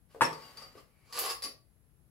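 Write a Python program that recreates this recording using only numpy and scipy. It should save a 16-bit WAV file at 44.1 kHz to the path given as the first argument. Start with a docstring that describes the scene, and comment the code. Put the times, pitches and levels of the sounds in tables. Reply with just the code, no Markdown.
"""Metal parts on a garage workbench

A heavy part lands with a clunk that rings both the metal and the bench. A steel tool is nudged and
clinks, chatters and squeals as it is dragged across the top, then rattles as it is picked up, its
ring damped by the hand. Light knocks and faint rubbing fill the gaps, and the small room answers
briefly over a low rumble."""
import sys
import numpy as np
from scipy import signal
from scipy.fft import rfft, irfft
from scipy.io import wavfile
from scipy.ndimage import uniform_filter1d

SR = 44100
rng = np.random.default_rng(int(sys.argv[2]) if len(sys.argv) > 2 else 0)


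def dump_mix(stems):
    """Bounce the given channels to the path in sys.argv[1] as a 16-bit WAV at rate SR."""
    frames = np.atleast_2d(stems).T  # one column per channel
    limited = np.clip(frames, -1, 1)  # hard clip at full scale
    pcm = np.round(limited * 32767).astype(np.int16)
    wavfile.write(sys.argv[1], SR, pcm)


N = 92610  # 2.1 s


def amp(db):
    """Decibels to gain."""
    return 10 ** (np.asarray(db) / 20)


def curve_at(points, hz):
    """A curve's value, interpolated on a log-frequency axis."""
    f, value = np.transpose(points)
    return np.interp(np.log(hz + 1), np.log(f + 1), value)


def unit(x):
    """Scales to energy 1 per channel."""
    return x / np.sqrt((x ** 2).sum(-1, keepdims=True) + 1e-20)


def through(x, response):
    """Convolves, cut to at most the scene's length."""
    return signal.fftconvolve(x, response)[:N]


def colour(points, size=4096):
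    """An EQ curve as a minimum-phase response of energy 1."""
    hz = abs(np.fft.fftfreq(size, 1 / SR))
    log_gain = np.log(amp(curve_at(points, hz)))
    spectrum = np.exp(np.conj(signal.hilbert(log_gain)))
    return unit(np.fft.ifft(spectrum).real[:size // 2])


def noise_tail(t60s, size=32768):
    """Dense noise that dies away at each band's own speed."""
    hz, t, spectrum = signal.stft(rng.choice([-1., 1.], size), SR, nperseg=256)
    decay = amp(-60 * t / curve_at(t60s, hz)[:, None])
    _, tail = signal.istft(spectrum * decay, SR, nperseg=256)
    return unit(tail[:size])


def burst(t60):
    """A short crunch of contact, energy 1."""
    t = np.arange(SR // 4) / SR
    return unit(rng.choice([-1., 1.], len(t)) * amp(-60 * t / t60))


def ring(modes):
    """Decaying sines at random phases, each with its energy given in dB."""
    t = np.arange(SR * 2 // 3) / SR
    return sum(amp(db) * unit(np.sin(2 * np.pi * (hz * t + rng.random())) * amp(-60 * t / t60))
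               for hz, db, t60 in modes)


def add(mix, at_s, sound):
    """Mixes a sound in at a time."""
    span = mix[round(at_s * SR):][:len(sound)]
    span += sound[:len(span)]


def friction(envelope, per_s, spread_db):
    """Tiny random collisions whose strength follows a level envelope."""
    grains = (rng.random(N) < per_s / SR) * rng.choice([-1., 1.], N)
    grains *= amp(spread_db * np.minimum(rng.exponential(1, N), 4))
    level_db = np.interp(np.arange(N) / SR, *np.transpose(envelope), left=-150, right=-150)
    return unit(grains) * np.sqrt(N) * amp(level_db)


def stereo_pair(left, other):
    """Two unrelated signals become a stereo pair, alike in the bass and wide in the treble."""
    # left-right likeness: f/Hz, correlation
    likeness = [(30, 0), (130, 0.72), (300, 0.64), (600, 0.45), (1500, 0), (4000, 0), (16000, 0)]
    shared = curve_at(likeness, np.fft.rfftfreq(len(left), 1 / SR))
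    right = irfft(shared * rfft(left) + np.sqrt(1 - shared ** 2) * rfft(other), len(left))
    return np.array([left, right])


def garage(x, wet_db, pan_db, lag_ms):
    """Direct sound plus a short room tail; pan_db favours the left, lag_ms delays its direct sound."""
    # reverb time: f/Hz, t60/s
    room_t60 = [(100, 0.13), (400, .36), (1200, 0.28), (4500, 0.27), (10000, 0.2), (16000, 0.35)]
    tail = stereo_pair(noise_tail(room_t60), noise_tail(room_t60))[:, :SR // 2]
    fade_in = np.clip(np.arange(tail.shape[1]) / SR / 0.0021 - .3, 0, 1)
    reverb = np.array([through(x, side) for side in unit(tail * fade_in)])
    delay = np.exp(-2j * np.pi * np.fft.rfftfreq(N, 1 / SR) * lag_ms / 1000)
    direct = np.array([irfft(rfft(x) * delay, N), x])
    pan = amp([[pan_db / 2], [-pan_db / 2]])
    return (direct + amp(wet_db) * reverb) * pan / np.sqrt(1 + amp(wet_db) ** 2)


def room_tone(level_db=-67.5):
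    """Low rumble, leaning left, and a faint hiss."""
    # rumble and hiss spectrum: f/Hz, level/dB
    tone_eq = [(20, -15.5), (35, -13.5), (48, 0), (65, -6), (130, -3.5), (230, -13.5), (330, -17),
               (500, -21), (900, -27.5), (1400, -27.5), (2300, -32), (3440, -35), (6000, -37.5),
               (8700, -35.5), (10000, -28), (11300, -21.5), (12000, -36), (15700, -34)]
    # left minus right: f/Hz, level/dB
    balance = [(30, 7), (70, 16), (150, 11.5), (500, 8), (4000, -1.5), (16000, 0)]
    hz = np.fft.rfftfreq(N, 1 / SR)
    gain = amp(curve_at(tone_eq, hz) + np.array([[.5], [-.5]]) * curve_at(balance, hz))
    white = stereo_pair(*rng.standard_normal((2, N)))
    noise = irfft(rfft(white) * gain, N)
    return amp(level_db) * noise / noise.mean(0).std()


def slide():
    """Parts rub faintly on the bench under the hand."""
    # rubbing envelope: t/s, level/dB
    envelope = [(.07, -92.5), (.11, -65), (.14, -65.5), (.2, -71.5), (.33, -58.5), (.45, -55), (.54, -60),
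                (.6, -53), (.65, -57.5), (.7, -64.5), (.75, -64), (.785, -54.5), (.82, -72), (.93, -78.5),
                (1.08, -69.5)]
    # rubbing spectrum: f/Hz, level/dB
    rub_eq = [(88, -37.5), (150, -8), (1240, -9), (2100, -10.5), (2550, -18), (2810, -11), (3490, -19.5),
              (4670, -12.5), (6020, -20.5), (13200, -19.5), (16000, -29.5)]
    rub = through(friction(envelope, per_s=5700, spread_db=-1), colour(rub_eq))
    return garage(rub, wet_db=3, pan_db=1.5, lag_ms=-0.037)


def metal_tones(gain_db=1):
    """Short wavering tones: lingering rings after the clunk and clinks, and squeals from the drag."""
    # wavering metal tones: t/s, length/s, f/Hz, width/Hz, level/dB
    tones = [(.228, 0.044, 5384, 57, -40), (0.223, 0.064, 5520, 100, -49.5),
             (0.419, 0.052, 2800, 62, -65.5), (0.446, 0.047, 4730, 24, -61.5),
             (0.569, 0.016, 4654, 13, -48.5), (0.61, 0.057, 4658, 10, -55.5), (0.769, 0.02, 5030, 250, -61),
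             (.82, 0.59, 2293, 230, -75.5), (1.08, 0.074, 1131, 42, -60), (1.17, 0.028, 1192, 28, -41),
             (1.24, 0.067, 1118, 5.6, -41), (1.254, 0.019, 10850, 180, -40),
             (1.283, 0.025, 4960, 60, -36.5), (1.287, 0.042, 5230, 160, -44.5),
             (1.29, 0.018, 10840, 250, -43.5), (1.333, 0.04, 10120, 47, -51)]
    out = np.zeros(N)
    for at_s, length, hz, width_hz, db in tones:
        t = np.arange(0, length, 1 / SR)
        phase_drift = np.cumsum(rng.standard_normal(SR)[:len(t)]) * np.sqrt(2 * np.pi * width_hz / SR)
        tone = np.sqrt(2) * np.sin(2 * np.pi * hz * t + uniform_filter1d(phase_drift, size=40))
        swell = np.sin(np.pi * t / length)
        add(out, at_s, amp(db + gain_db) * swell * tone)
    return garage(out, wet_db=2, pan_db=3, lag_ms=0)


def knocks(gain_db=4, ring_t60=.05):
    """Dull taps on the bench top, each with one short ring."""
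    # light hits: t/s, tap level/dB, ring f/Hz, ring level/dB
    taps = [(.147, -26.5, 485, -25.5), (.16, -32, 470, -24.5), (0.198, -34, 506, -30),
            (.327, -22, 1180, -18.5), (.345, -23.5, 919, -22.5), (0.574, -35.5, 1270, -31.5),
            (0.621, -35, 1245, -27), (.753, -26.5, 500, -42.5), (.778, -39.5, 1152, -32),
            (1.221, -24.5, 449, -26.5), (1.446, -31.5, 258, -26.5), (1.458, -30, 1141, -25),
            (1.486, -37, 560, -35.5)]
    # tap spectrum: f/Hz, level/dB
    tap_eq = [(60, -23), (200, -11.5), (500, 11), (800, -6.5), (1200, -8.5), (2200, -19), (4000, -28.5),
              (16000, -39)]
    out = np.zeros(N)
    for at_s, tap_db, hz, ring_db in taps:
        add(out, at_s, amp(tap_db) * unit(through(burst(t60=.02), colour(tap_eq))))
        add(out, at_s, ring([(hz, ring_db, ring_t60)]))
    return garage(amp(gain_db) * out, wet_db=4, pan_db=2.5, lag_ms=0)


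def drag(ring_db=-7, catch_db=7):
    """The tool chatters over the bench, sounding its resonances; its edge catches once and rasps."""
    # friction envelope: t/s, level/dB
    envelope = [(1.05, -72.5), (1.118, -59.5), (1.132, -46), (1.165, -38.5), (1.185, -36), (1.215, -38.5),
                (1.245, -37.5), (1.262, -33.5), (1.28, -43.5), (1.303, -33), (1.322, -42.5), (1.345, -57.5),
                (1.38, -78.5)]
    # grit spectrum: f/Hz, level/dB
    grit_eq = [(90, -38), (200, -19), (370, -9), (480, -6.5), (750, -4.5), (1120, -0.5), (1480, -3.5),
               (2020, -4), (2900, -2.5), (3620, -6), (4800, 1.5), (6000, -8), (7000, -6.5), (8200, -7),
               (9200, -25), (10100, -11), (10900, -1), (12500, -14), (16000, -17)]
    # modes of the tool pressed on the bench: f/Hz, level/dB, t60/s
    pressed_modes = [(478, -5, 0.1), (541, -11.5, .07), (1112, -2, 0.18), (1185, -4, .11),
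                     (2040, -11, 0.07), (4480, -16, 0.034), (4630, -4.5, .18), (4477, -5.5, 0.0816),
                     (10000, -6, .2)]
    # edge catch: t/s, level/dB, t60/s
    catches = [(1.189, -7, 0.066)]
    # rasp spectrum: f/Hz, level/dB
    rasp_eq = [(200, -19.5), (2000, -13), (5000, -0.5), (8000, 3), (11500, 10), (13700, 8.5), (16000, -5)]
    chatter = friction(envelope, per_s=4000, spread_db=3)
    out = through(chatter, colour(grit_eq)) + amp(ring_db) * through(chatter, ring(pressed_modes))
    for at_s, db, t60 in catches:
        add(out, at_s, amp(db + catch_db) * through(burst(t60), colour(rasp_eq)))
    return garage(out, wet_db=2, pan_db=-0.2, lag_ms=.02)


def clinks(gain_db=7, clack_t60=0.055, grip_from_s=1.0, grip_sustain=.75):
    """Each clack sets the steel tool ringing; soft contacts miss the high modes, the grip damps it."""
    # tool contacts: t/s, ring level/dB, clack level/dB, ring cutoff/Hz
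    contacts = [(.329, -29, -29, 6000), (0.41, -32, -52, 4800), (0.422, -26.5, -46.5, 4760),
                (0.456, -34, -59, 4660), (0.572, -23.5, -30, 5140), (0.623, -23, -36, 5170),
                (1.126, -20.5, -25, 7300), (1.133, -25.5, -26.5, 7500), (1.176, -21.5, -25.5, 7000),
                (1.422, -20.5, -21.5, 14000), (1.428, -20, -26, 12400), (1.4385, -13.5, -20, 12000),
                (1.4475, -17, -20.5, 8000), (1.452, -16, -24.5, 7740)]
    # modes of the tool: f/Hz, level/dB, t60/s
    steel_modes = [(1149, -16, 0.15), (4662, -10, 0.047), (4651, -5, 0.21), (4790, -16.5, 0.096),
                   (4880, -12, 0.04), (5420, -11, .05), (10070, -3, 0.097), (9980, -14.5, .18),
                   (10320, -7.5, 0.048)]
    # clack spectrum: f/Hz, level/dB
    clack_eq = [(80, -20.5), (250, -2.5), (550, 3), (1200, -3.5), (2000, 8), (3400, 1.5), (4700, 13.5),
                (6200, 3), (9000, -3.5), (10300, 5), (12000, -1), (16000, -10.5)]
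    rings, clacks = np.zeros((2, N))
    for at_s, ring_db, clack_db, cutoff_hz in contacts:
        sustain = grip_sustain if at_s > grip_from_s else 1
        modes = [(hz, db - 10 * np.log10(1 + (hz / cutoff_hz) ** 8), t60 * sustain)
                 for hz, db, t60 in steel_modes]
        add(rings, at_s, amp(ring_db + gain_db) * ring(modes))
        add(clacks, at_s, amp(clack_db + gain_db) * through(burst(clack_t60), colour(clack_eq)))
    return (garage(rings, wet_db=1, pan_db=0, lag_ms=-0.045)
            + garage(clacks, wet_db=2.5, pan_db=2, lag_ms=0))


def heavy_part(thud_db=4, ring_db=7, bark_db=0.5):
    """The part lands on one edge, then flat: a hard bark, a dense wooden thud and a metal ring."""
    # impacts on the bench: t/s, level/dB
    landings = [(0.2093, -1), (0.2154, 0.5), (.2190, 0)]
    # impact spectrum: f/Hz, level/dB
    impact_eq = [(50, -38.5), (140, -9.5), (300, -13.5), (520, -7.5), (700, -13), (900, 3), (1200, 0.5),
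                 (1450, -3.5), (2000, -8), (3100, -16.5), (4700, -21.5), (5900, -27.5), (7200, -23.5),
                 (10800, -26.5), (12500, -33.5), (16000, -48.5)]
    # thud decay: f/Hz, t60/s
    thud_t60 = [(120, 0.25), (400, 0.19), (1000, 0.051), (2500, 0.11), (8000, 0.12), (15000, 0.14)]
    # stiff bench-top modes that bark: f/Hz, level/dB, t60/s
    bark_modes = [(936, -5.5, .02), (1170, -0.5, .022), (1567, 2, 0.015), (2031, -3.5, 0.0159)]
    # modes of the part and the bench under it: f/Hz, level/dB, t60/s
    part_modes = [(156, -16, 0.31), (312, -26, 0.43), (655, -15.5, 0.088), (887, -16, 0.55),
                  (905, -13, 0.086), (990, -11.5, 0.095), (1114, -19, 0.84), (1213, -15.5, 0.15),
                  (1518, -19.5, 0.073), (1795, -19, 0.24), (2020, -27, .26), (2633, -20.5, .22),
                  (5335, -25.5, 0.073), (5540, -28, 0.14), (8043, -22.5, 0.42)]
    impact = colour(impact_eq)
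    body, bark = np.zeros((2, N))
    for at_s, db in landings:
        add(body, at_s, amp(db + thud_db) * unit(through(noise_tail(thud_t60), impact)))
        add(bark, at_s, amp(db + bark_db) * unit(through(ring(bark_modes), impact)))
    add(body, landings[1][0], amp(ring_db) * ring(part_modes))  # rings from the second impact
    return (garage(body, wet_db=-1, pan_db=1, lag_ms=-0.1)
            + garage(bark, wet_db=-7, pan_db=4.5, lag_ms=-0.13))


def scene():
    """Everything on the bench, over the room tone."""
    return heavy_part() + knocks() + clinks() + drag() + metal_tones() + slide() + room_tone()


def record(dry):
    """A steep low-pass trims the very top of the mix."""
    low_pass = signal.firwin(401, cutoff=15900, window=("kaiser", 9), fs=SR)
    return signal.oaconvolve(dry, low_pass[None], "same")


dry = scene()
out = record(dry)
dump_mix(out)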